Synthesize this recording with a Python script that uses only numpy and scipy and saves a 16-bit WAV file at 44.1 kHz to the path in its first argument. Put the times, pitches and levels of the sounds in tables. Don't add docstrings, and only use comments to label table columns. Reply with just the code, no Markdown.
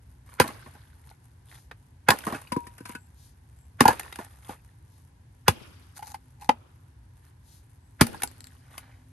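import sys
import numpy as np
from scipy import signal
from scipy.fft import rfft, irfft
from scipy.io import wavfile
from scipy.ndimage import uniform_filter1d

SR = 44100
rng = np.random.default_rng(int(sys.argv[2]) if len(sys.argv) > 2 else 0)


def bounce(signal):
    frames = np.transpose(np.atleast_2d(signal))
    limited = np.clip(frames, -1, 1)
    pcm = np.round(limited * 32767).astype(np.int16)
    wavfile.write(sys.argv[1], SR, pcm)


N = 402180
T = np.arange(SR // 3) / SR
HZ = np.fft.rfftfreq(N, 1 / SR)


def amp(db):
    return 10 ** (np.asarray(db) / 20)


def evened(x):
    return x / np.sqrt(np.mean(x ** 2) + 1e-20)


def burst(x):
    return x / np.sqrt(np.sum(x ** 2) * 100 / SR + 1e-20)


def read(points, hz):
    f, value = np.transpose(points)
    return np.interp(np.log(hz + 1), np.log(f + 1), value)


def add(mix, s, sound):
    part = mix[round(s * SR):][:len(sound)]
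    part += sound[:len(part)]


def colour(x, spectrum, size=2048):
    log_gain = np.log(amp(read(spectrum, abs(np.fft.fftfreq(size, 1 / SR)))))
    taps = np.fft.ifft(np.exp(np.conj(signal.hilbert(log_gain)))).real
    return signal.oaconvolve(x, taps[:size // 2])[:len(x)]


def dulled(x, cutoff_hz):
    return signal.lfilter(*signal.butter(1, min(cutoff_hz, SR / 3), fs=SR), x)


def swell(sound):
    return evened(sound) * np.hanning(len(sound))


def noise(spectrum):
    return evened(irfft(rfft(rng.standard_normal(N)) * amp(read(spectrum, HZ)), N))


def grains(t, per_s, spread_db):
    chance, size, sign = rng.random((3, len(t)))
    size = np.minimum(-np.log(1 - size), 4)
    return (chance < per_s / SR) * np.sign(sign - .5) * amp(spread_db * size)


def ring(modes, factor, spread):
    hz, db, t60 = np.transpose(modes)[:, :, None]
    hz = hz * factor * (1 + spread * rng.standard_normal(hz.shape))
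    sign = (-1) ** np.arange(len(hz))[:, None]
    decay = np.exp(-np.log(1000) * T * max(factor, 1) / t60)
    return (sign * amp(db) * decay * np.sin(2 * np.pi * hz * T)).sum(0)


def wood(modes, factor, rise, chatter_s=0.011):
    free = ring(modes, factor, spread=0.013)
    pushed = burst(free * (1 - np.exp(-(T / rise) ** 2)))
    contacts = grains(T, per_s=3500, spread_db=4.5) * np.exp(-T / rise)
    chatter = burst(signal.fftconvolve(free, contacts)[:len(T)])
    return burst(pushed + rise / chatter_s * chatter)


# frequency in Hz, relative density in dB per Hz.
RUMBLE_SPECTRUM = [(15, -26), (35, -17), (55, 2.5), (85, 4), (125, 0), (180, -14), (340, -25.5),
                   (600, -38.5), (2000, -71)]


def rumble():
    return amp(-51.5) * noise(RUMBLE_SPECTRUM)


# frequency in Hz, relative density in dB per Hz.
AIR_SPECTRUM = [(50, -6.5), (300, 6.5), (620, -4), (950, 4), (1250, -8), (1600, -2), (2500, -10.5),
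                (9000, -19), (16000, -27.5)]


def air():
    return amp(-66) * noise(AIR_SPECTRUM)


# frequency in Hz, relative density in dB per Hz.
DRONE_SPECTRUM = [(205, -42.5), (256, -1), (310, -40)]
# time in seconds, level in dB.
DRONE_SWELL = [(5.199, -72.5), (5.801, -65), (7.4, -78), (8.1, -65)]


def drone():
    return amp(np.interp(np.arange(N) / SR, *np.transpose(DRONE_SWELL))) * noise(DRONE_SPECTRUM)


STILL_S, STILL_DB = 0.43, -2.5
UNREST_DB = 7


def twigs():
    t = np.arange(N) / SR
    knots = np.arange(0, t[-1] + 1, .09)
    unrest = np.interp(t, knots, rng.uniform(-1.2, 1, len(knots)))
    overhead = sum(1. * ((t > s - STILL_S) & (t < s)) for s, *_ in AXE_BLOWS)
    still = uniform_filter1d(overhead, size=4000)
    flecks = grains(t, per_s=1500, spread_db=6.5) * amp(UNREST_DB * unrest)
    return amp(-73 + STILL_DB * still) * evened(colour(flecks, CHIP_SPECTRUM))


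# frequency in Hz, level in dB, 60 dB decay in seconds,
# at pitch factor 1; the factor scales the frequency, and above 1 shortens the decay.
BILLET_MODES = [(400, -15.5, 0.02), (533, -10, 0.02), (780, -7, 0.033), (900.3, 2.5, 0.034),
                (1016, -6.5, 0.055), (1420, -13.5, 0.049), (1645, -12, 0.064), (2040, -13, 0.022),
                (2640, -16, 0.015), (3500, -19, 0.023)]


def clatter(t, per_s, pitch, count=6):
    out = 0
    for size in np.geomspace(.6, 2.4, count):
        piece = ring(BILLET_MODES, pitch * size, spread=0.11) * np.exp(-T / 0.0037) / max(size, 1)
        out = out + signal.fftconvolve(grains(t, per_s, spread_db=4.0), piece[:len(t)])[:len(t)]
    return out


# frequency in Hz, relative density in dB per Hz.
CHIP_SPECTRUM = [(100, -13.5), (400, -6), (900, 6.5), (1800, 0), (3500, -8), (7000, -4.5), (11000, 1.5),
                 (16000, -14)]
CRUNCHES_PER_S, CLATTERS_PER_S = 520, 50


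def chips(t):
    clumps = evened(uniform_filter1d(rng.standard_normal(len(t)), size=400))
    crunch = evened(grains(t, per_s=CRUNCHES_PER_S, spread_db=4.5) * amp(5.3 * clumps))
    crunch = evened(colour(crunch + .5 * rng.standard_normal(len(t)), CHIP_SPECTRUM))
    return evened(crunch + amp(0.5) * evened(clatter(t, per_s=CLATTERS_PER_S, pitch=1.8)))


# middle in seconds, level in dB.
BOOT_STEPS = [(0.323, -53.5), (1.097, -59), (1.53, -52.5), (2.908, -50.5), (4.488, -51.5), (7.274, -64),
              (8.77, -52.5)]
STEP_S = 0.18
DEBRIS_PEAK_S, DEBRIS_FADE_S = 0.068, 0.27


def stirring():
    out, t = np.zeros(N), np.arange(SR) / SR
    settling = (1 - np.exp(-(t / DEBRIS_PEAK_S) ** 2)) * np.exp(-t / DEBRIS_FADE_S)
    for s, *_, debris_db in AXE_BLOWS:
        add(out, s, amp(debris_db) * settling / settling.max() * chips(t))
    for s, db in BOOT_STEPS:
        add(out, s - STEP_S / 2, amp(db) * swell(chips(np.arange(0, STEP_S, 1 / SR))))
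    return out


HISS_S, HISS_DB, HISS_HZ = 0.03, -33, 1550


def hisses():
    out, rise = np.zeros(N), np.linspace(0, 1, round(HISS_S * SR))
    for s, *_ in AXE_BLOWS:
        soft = dulled(rng.standard_normal(len(rise)), HISS_HZ)
        hiss = evened(signal.lfilter(*signal.iirpeak(HISS_HZ, 3, fs=SR), soft))
        add(out, s - HISS_S, amp(HISS_DB) * rise ** 3 * hiss)
    return out


# frequency in Hz, relative density in dB per Hz.
CRACK_SPECTRUM = [(80, -23), (250, -6), (500, -1.5), (680, -2), (1000, 1.5), (1700, 3), (2600, -1),
                  (3600, -7), (4800, -4.5), (6700, -11), (16000, -5.5)]


def crack(length):
    fade = np.exp(-(T / length) ** 2) + .07 * np.exp(-T / (3.5 * length))
    volley = (1 - np.exp(-T / 0.00047)) * fade
    return burst(colour(grains(T, per_s=15000, spread_db=0.0) * volley, CRACK_SPECTRUM))


def tear(length):
    scatter = (T / length) * np.exp(-T / length)
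    return burst(colour(grains(T, per_s=3000, spread_db=-2.5) * scatter, CRACK_SPECTRUM))


# frequency in Hz, level in dB, 60 dB decay in seconds.
BLOCK_MODES = [(257, 1, 0.034), (229, -18, 0.13), (350, -6, 0.013)]


def block():
    return burst(ring(BLOCK_MODES, 1, spread=.02) * (1 - np.exp(-T / 0.0028)))


# frequency in Hz, level in dB, 60 dB decay in seconds.
GROUND_MODES = [(74, -7.5, 0.07), (123.5, 0, 0.048), (192, -3.5, 0.05), (263, 0, 0.055), (350, -8, 0.045),
                (475, -10, 0.041)]


def thump(tilt_db):
    hz, db, t60 = np.transpose(GROUND_MODES)
    modes = np.c_[hz, db + tilt_db * np.log2(hz), t60]
    return burst(ring(modes, 0.97, spread=0.06) * (1 - np.exp(-(T / 0.004) ** 2)))


# start in seconds, crack level in dB, bite length in seconds, ring level in dB,
# pitch factor of the log, block level in dB, thump level in dB, thump tilt in dB per octave,
# tearing level in dB, falling debris level in dB.
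AXE_BLOWS = [(0.3993, -15.5, 0.0038, -10, 0.97, -16.5, -17.5, 1.5, -20, -54.5),
             (2.0865, -17, 0.0044, -12, 0.95, -21, -20, -0.5, -26.5, -47.5),
             (3.806, -12.5, 0.0066, -11.5, 1.06, -11, -18.5, 2.5, -25.5, -47),
             (5.4806, -12.5, .0058, -11, 1.0, -18, -14.5, -2.5, -32.5, -67.5),
             (8.0099, -10, 0.009, -18, 1.03, -7.5, -10.5, -1.5, -26.5, -54.5)]
# frequency in Hz, level in dB, 60 dB decay in seconds (shortened by a factor above 1).
LOG_MODES = [(409, -5.5, 0.023), (540, -.5, 0.028), (810, 0.5, 0.029), (900, -1.5, 0.028),
             (1038, 0.5, 0.042), (1510, -8.5, 0.016), (1722, -4.5, 0.038), (2057, -8.5, 0.025),
             (2590, -8, .025), (3436, -10, 0.031)]
REBOUND_S, REBOUND_DB = .025, -18.5


def chops():
    out = np.zeros(N)
    for s, crack_db, bite, ring_db, factor, block_db, thump_db, tilt_db, tear_db, _ in AXE_BLOWS:
        add(out, s, amp(crack_db) * crack(bite) + amp(tear_db) * tear(length=0.0077))
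        add(out, s, amp(ring_db) * wood(LOG_MODES, factor, rise=0.0025))
        add(out, s + .004, amp(block_db) * block() + amp(thump_db) * thump(tilt_db))
        add(out, s + REBOUND_S, amp(thump_db + REBOUND_DB) * thump(tilt_db))
    return out


# start in seconds, level in dB, pitch factor of the modes, contact length in seconds.
WOOD_KNOCKS = [(0.415, -23.5, 1.5, 0.005), (2.084, -15.5, 1.6, .008), (2.112, -18, 1.05, 0.0096),
               (3.8537, -7.5, 1.0, .008), (3.882, -10, 0.99, 0.0071), (3.904, -22.5, 1.05, 0.0081),
               (8.234, -29, 0.92, 0.0036)]
KNOCK_CONTACT_S, KNOCK_CLICK_DB, CLICK_DB_PER_HALVING, KNOCK_THUMP_DB = 0.0048, -9, 10.5, -11.5


def knocks():
    out = np.zeros(N)
    for s, db, factor, contact in WOOD_KNOCKS:
        hardness = KNOCK_CONTACT_S / contact
        body = wood(BILLET_MODES, factor, rise=0.5 * contact, chatter_s=0.0076)
        body = burst(dulled(body, cutoff_hz=1800 * hardness * factor))
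        click_db = KNOCK_CLICK_DB + CLICK_DB_PER_HALVING * np.log2(hardness)
        add(out, s, amp(db) * (body + amp(click_db) * crack(contact)))
        add(out, s + 0.0013, amp(db + KNOCK_THUMP_DB) * thump(tilt_db=2.0))
    return out


def litter(length, dull_hz):
    crush = grains(T, per_s=1900, spread_db=4.0) * (T / length) * np.exp(-T / length)
    return burst(dulled(colour(crush, CHIP_SPECTRUM), dull_hz))


# start in seconds, level in dB, pitch factor of the billet.
SOFT_HITS = [(0.439, -31, 1.09), (0.486, -38, 1.24), (0.66, -46, 1.09), (0.75, -51.5, 0.95),
             (2.132, -33.5, 0.87), (2.267, -26.5, 1.19), (2.323, -30, 1.13), (2.346, -33.5, 1.6),
             (3.886, -22, 0.83), (4.187, -33.5, 1.05), (4.491, -35, 0.91)]
SOFT_CONTACT_S, SOFT_CLICK_DB, SOFT_THUMP_DB, SOFT_CRUSH_DB = 0.0081, -12, -1.5, -5.5
ROCK_S, ROCK_DB, SCATTERED_CHIPS_DB, SCATTERED_CHIPS_S = .011, -7.5, -14.5, .035


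def soft_hits():
    out = np.zeros(N)
    for s, db, factor in SOFT_HITS:
        first = (0, 0, 1)
        second = (ROCK_S * rng.uniform(.5, 1.5), ROCK_DB, .65)
        for delay, hit_db, hit_pitch in (first, second):
            body = wood(BILLET_MODES, factor * hit_pitch, rise=.0045)
            click = amp(SOFT_CLICK_DB) * crack(SOFT_CONTACT_S)
            soil = amp(SOFT_THUMP_DB) * thump(tilt_db=7.0)
            crush = amp(SOFT_CRUSH_DB) * litter(length=0.014, dull_hz=1300)
            add(out, s + delay, amp(db + hit_db) * (body + click + soil + crush))
        add(out, s, amp(db + SCATTERED_CHIPS_DB) * np.exp(-T / SCATTERED_CHIPS_S) * chips(T))
    return out


# start in seconds, level in dB, brightness in dB per octave.
SPLINTER_SNAPS = [(0.477, -36, 2), (2.104, -13, -1), (2.187, -36, 3), (3.879, -19, -0.5),
                  (3.931, -33.5, -4.5), (3.995, -29.5, 2.5), (4.125, -39.5, -1), (4.157, -39, 1),
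                  (8.067, -29.5, 6.5), (8.22, -30.5, 1), (8.233, -21, 5), (8.779, -36, 0.5)]
SNAP_S, SNAP_RING_DB, SNAP_PITCH, SNAP_TILT_HZ = 0.0052, -13, 0.86, 3000


def snaps():
    out = np.zeros(N)
    for s, db, tilt_db in SPLINTER_SNAPS:
        tilt = [(hz, tilt_db * np.log2(hz / SNAP_TILT_HZ)) for hz in (500, 12000)]
        splinter = burst(colour(crack(SNAP_S), tilt))
        add(out, s, amp(db) * (splinter + amp(SNAP_RING_DB) * wood(BILLET_MODES, SNAP_PITCH, rise=0.0026)))
    return out


# start in seconds, level in dB, pitch factor of the billet.
LIGHT_TAPS = [(1.11, -50.5, 0.894), (2.471, -51, 2.8), (4.06, -45.5, 1.1), (4.125, -42.5, 2.3),
              (8.143, -37, 1)]


def taps():
    out = np.zeros(N)
    for s, db, factor in LIGHT_TAPS:
        add(out, s, amp(db) * wood(BILLET_MODES, factor, rise=0.0034))
    return out


# middle in seconds, level in dB.
AXE_LIFTS = [(1.57, -59.5), (3.24, -58.5), (4.96, -67), (7.53, -57.5)]
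# frequency in Hz, relative density in dB per Hz.
RUB_SPECTRUM = [(200, -33), (900, -14.5), (2000, -20), (3800, -4), (6000, -4), (9000, -7.5), (16000, -4.5)]
LIFT_S = .26


def sleeves():
    out = np.zeros(N)
    for s, db in AXE_LIFTS:
        brush = colour(rng.standard_normal(round(LIFT_S * SR)), RUB_SPECTRUM)
        add(out, s - LIFT_S / 2, amp(db) * swell(brush))
    return out


GRIP_S, GRIP_DB = 1.712, -40


def grip():
    out = np.zeros(N)
    add(out, GRIP_S, amp(GRIP_DB) * burst(dulled(crack(length=0.0076), cutoff_hz=800)))
    return out


# middle in seconds, length in seconds, level in dB, pitch factor of the clatter.
SCRAPES_AND_RUSTLE = [(2.308, 0.13, -36.5, .6), (3.865, 0.16, -32.5, 1.3), (8.82, .6, -59, 1.8)]


def scrapes_and_rustle():
    out = np.zeros(N)
    for s, length, db, pitch in SCRAPES_AND_RUSTLE:
        catches = clatter(np.arange(0, length, 1 / SR), per_s=330, pitch=pitch)
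        add(out, s - length / 2, amp(db) * swell(catches))
    return out


# start in seconds, ring level in dB,
# overtone level in dB, click level in dB, thump level in dB.
SLAB_BOUNCES = [(2.52, -23.5, -52, -33, -27.5), (2.564, -24, -57, -43, -20.5), (2.668, -41, -67, -45, -47),
                (2.780, -58, -55, -47, -70), (2.804, -52, -51, -54, -38.5), (2.854, -43, -43.5, -39.5, -51),
                (2.893, -39.5, -48, -48, -39), (2.95, -42.5, -36.5, -41.5, -38.5)]
# frequency in Hz, level in dB, 60 dB decay in seconds.
SLAB_OVERTONES = [(1528, 5, 0.079), (1647, -2, 0.054), (2650, -7, 0.058)]
SLAB_HZ, SLAB_T60, PRESSED_SHARE, PRESSED_S, SLAB_REST_S = 953, 0.29, 0.087, .01, 2.985


def slab():
    out = np.zeros(N)
    flights = np.diff([s for s, *_ in SLAB_BOUNCES], append=SLAB_REST_S)
    pressed = np.exp(-T / PRESSED_S)
    turns = np.cumsum(SLAB_HZ * (1 + PRESSED_SHARE * pressed)) / SR
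    note = burst(np.sin(2 * np.pi * turns) * (np.exp(-np.log(1000) * T / SLAB_T60) + pressed))
    for (s, ring_db, upper_db, click_db, thump_db), flight in zip(SLAB_BOUNCES, flights):
        damping = np.exp(-np.maximum(T - flight, 0) / 0.0098)
        body = amp(ring_db) * note * damping + amp(upper_db) * wood(SLAB_OVERTONES, 1, rise=0.003)
        click = burst(dulled(crack(length=0.011), cutoff_hz=10000))
        add(out, s, body + amp(click_db) * click + amp(thump_db) * thump(tilt_db=6.0))
    return out


# start in seconds, length in seconds, centre pitch in Hz, level in dB.
BIRD_NOTES = [(2.946, 0.15, 7660, -64), (3.55, 0.14, 7670, -67.5), (7.786, 0.17, 7770, -71)]


def bird():
    out = np.zeros(N)
    for s, length, hz, db in BIRD_NOTES:
        t = np.arange(0, length, 1 / SR)
        waver = evened(uniform_filter1d(rng.standard_normal(len(t)), size=120))
        whistle = np.sin(2 * np.pi * np.cumsum(hz * (1 + waver / 200)) / SR)
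        add(out, s, amp(db) * np.sin(np.pi * t / length) * whistle)
    return out


# middle in seconds, length in seconds, ring level in dB, grit level in dB.
BLADE_CREAKS = [(5.983, 0.08, -61, -44), (6.092, 0.14, -50.5, -44.5), (6.431, 0.12, -50.5, -51.5)]
# start in seconds, level in dB, pitch factor of the cut.
BLADE_JERKS = [(5.99, -42, .93), (6.023, -35, .99), (6.142, -33.5, 1.01), (6.42, -43.5, 1.01)]
# frequency in Hz, level in dB, 60 dB decay in seconds (shortened by a factor above 1).
CUT_MODES = [(780, -5, 0.023), (876, 0, 0.046), (1014, -8, 0.037), (2060, -15.5, 0.025), (2540, -15.5, .02)]
SLIPS_PER_S, JERK_CLICK_DB = 420, -8.5
RELEASE_S = 6.4916


def levering(count=4):
    out = np.zeros(N)
    for s, length, ring_db, grit_db in BLADE_CREAKS:
        t = np.arange(0, length, 1 / SR)
        slips = [grains(t, per_s=SLIPS_PER_S / count, spread_db=4.0) for _ in range(count)]
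        rings = [signal.fftconvolve(part, ring(CUT_MODES, 1, spread=0.0525))[:len(t)] for part in slips]
        body = evened(sum(rings))
        friction = signal.fftconvolve(abs(sum(slips)), np.exp(-T / 0.0013))[:len(t)]
        grit = friction * rng.standard_normal(len(t))
        grating = evened(colour(grit, RUB_SPECTRUM)) + amp(-2.5) * evened(colour(grit, CRACK_SPECTRUM))
        add(out, s - length / 2, amp(ring_db) * swell(body) + amp(grit_db) * swell(grating))
    for s, db, factor in BLADE_JERKS:
        rasp = tear(length=0.004)
        add(out, s, amp(db) * (wood(CUT_MODES, factor, rise=0.0048) + amp(JERK_CLICK_DB) * rasp))
    clap = burst(dulled(crack(length=0.0045), cutoff_hz=2600))
    add(out, RELEASE_S, amp(-11.0) * wood(CUT_MODES, 1, rise=0.0017) + amp(-21) * clap)
    add(out, RELEASE_S, amp(-21) * wood(LOG_MODES, .56, rise=0.0027) + amp(-23) * block())
    return out


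# start in seconds, level in dB.
FIBRE_TICKS = [(8.275, -43), (8.406, -46), (8.442, -47), (8.470, -50)]
# frequency in Hz, level in dB, 60 dB decay in seconds.
STEEL_MODES = [(1930, -4, 0.016), (7650, 8.5, .012)]


def ticks():
    out = np.zeros(N)
    for s, db in FIBRE_TICKS:
        click = burst(colour(crack(length=0.0016), RUB_SPECTRUM))
        add(out, s, amp(db) * (click + amp(-5) * burst(ring(STEEL_MODES, 1, spread=0))))
    return out


def nearby(x, t60):
    taps = grains(T, per_s=2100, spread_db=2.0) * (T > .002) * np.exp(-np.log(1000) * T / t60)
    taps = signal.lfilter(*signal.butter(1, 450, "high", fs=SR), taps)
    return signal.fftconvolve(x, taps / np.linalg.norm(taps))[:N]


# frequency in Hz, level in dB, 60 dB decay in seconds.
FOREST_ECHO = [(80, -3, 0.9), (250, 5.5, 1), (700, -0.5, 0.61), (1500, -3.5, 1.8), (2700, 4.5, 0.95),
               (5730, -1.5, 2), (11200, -9, 1.6), (16000, -1, .5)]
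EDGE_ECHO_S, EDGE_ECHO_WIDTH_S, EDGE_ECHO_SHARE, ECHO_PATCHY_DB = 0.17, 0.059, amp(-6), 3


def forest(x, build):
    hz, when, z = signal.stft(x, SR, nperseg=256)
    band_hz, db, t60 = np.transpose(FOREST_ECHO)
    decay = amp(-120 * when / read(np.c_[band_hz, t60], hz)[:, None])
    echo = (1 - np.exp(-when / build)) * decay
    echo *= 1 + EDGE_ECHO_SHARE * np.exp(-((when - EDGE_ECHO_S) / EDGE_ECHO_WIDTH_S) ** 2)
    echo *= amp(read(np.c_[band_hz, db], hz))[:, None] ** 2 / echo.sum(1, keepdims=True)
    sent = uniform_filter1d(abs(z) ** 2, size=7, axis=0)
    power = signal.fftconvolve(sent, echo, axes=1)[:, :len(when)]
    wash = signal.stft(rng.standard_normal(N), SR, nperseg=256)[2]
    patches = uniform_filter1d(rng.standard_normal(wash.shape), size=9, axis=0)
    patches = evened(uniform_filter1d(patches, size=6, axis=1))
    wash *= amp(ECHO_PATCHY_DB * patches)
    wash *= np.sqrt(abs(power) / np.mean(abs(wash) ** 2))
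    return signal.istft(wash, SR, nperseg=256)[1][:N]


# frequency in Hz, left minus right level in dB, left lead in radians.
PORTS_AHEAD = [(0, 0, 0), (350, 1, -.1), (900, 0, -1.05), (1200, -2, -2), (1450, -10, -.2), (1950, -1, .3),
               (3200, 2, .7), (4400, 14, .5), (5300, 14, -2.6), (6400, 11, .6), (7400, 9, 2),
               (8000, 1, 2.9), (9100, 0, -1), (9700, 0, -2.9), (10900, 0, -3.8), (11600, 0, -5.8),
               (14000, -1, -9)]
PORTS_FAR_LEFT = [(0, 0, 0), (600, 4, -.8), (850, 11, -1.5), (1150, 9, -2.2), (1900, -5, 0),
                  (3200, -5, 2.6), (5700, 12, 4.5), (8000, 0, 6)]


def ports(x, table):
    port_hz, *columns = np.transpose(table)
    balance_db, lead = (np.interp(HZ, port_hz, c) for c in columns)
    pair = np.array([amp(balance_db) * np.exp(.5j * lead), np.exp(-.5j * lead)])
    return irfft(rfft(x) * pair / np.sqrt(np.mean(abs(pair) ** 2, axis=0)), N)


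SCATTER_T60 = .08


def scene():
    blows, flung = chops(), slab()
    pieces = knocks() + soft_hits() + snaps() + taps() + scrapes_and_rustle()
    handling = stirring() + sleeves() + grip() + levering() + ticks()
    small = pieces + handling + hisses() + twigs()
    work = blows + small
    shared = work + rumble() + drone() + bird()
    carried = amp(-25.0) * blows + amp(-32.5) * (small + flung)
    ahead = []
    for _ in range(2):
        scattered = amp(-10) * nearby(work + flung, t60=SCATTER_T60)
        ahead.append(shared + scattered + forest(carried, build=0.0074) + air())
    return ports(np.array(ahead), PORTS_AHEAD) + ports(flung, PORTS_FAR_LEFT)


# frequency in Hz, gain in dB.
MIC_RESPONSE = [(0, -12.5), (60, -1.5), (7800, 0.5), (9000, 3), (10200, 0), (11100, 8.5), (12200, -5.5),
                (13600, -14), (16000, -18.5)]
EDGE_HZ = 16300


def record(dry):
    heard = irfft(rfft(dry) * amp(np.interp(HZ, *np.transpose(MIC_RESPONSE))), N)
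    rounded = heard / (1 + (heard / .9) ** 6) ** (1 / 6)
    band_limit = signal.firwin(255, EDGE_HZ, window=("kaiser", 9), fs=SR)
    return signal.oaconvolve(rounded, band_limit[None], "same")


dry = scene()
out = record(dry)
bounce(out)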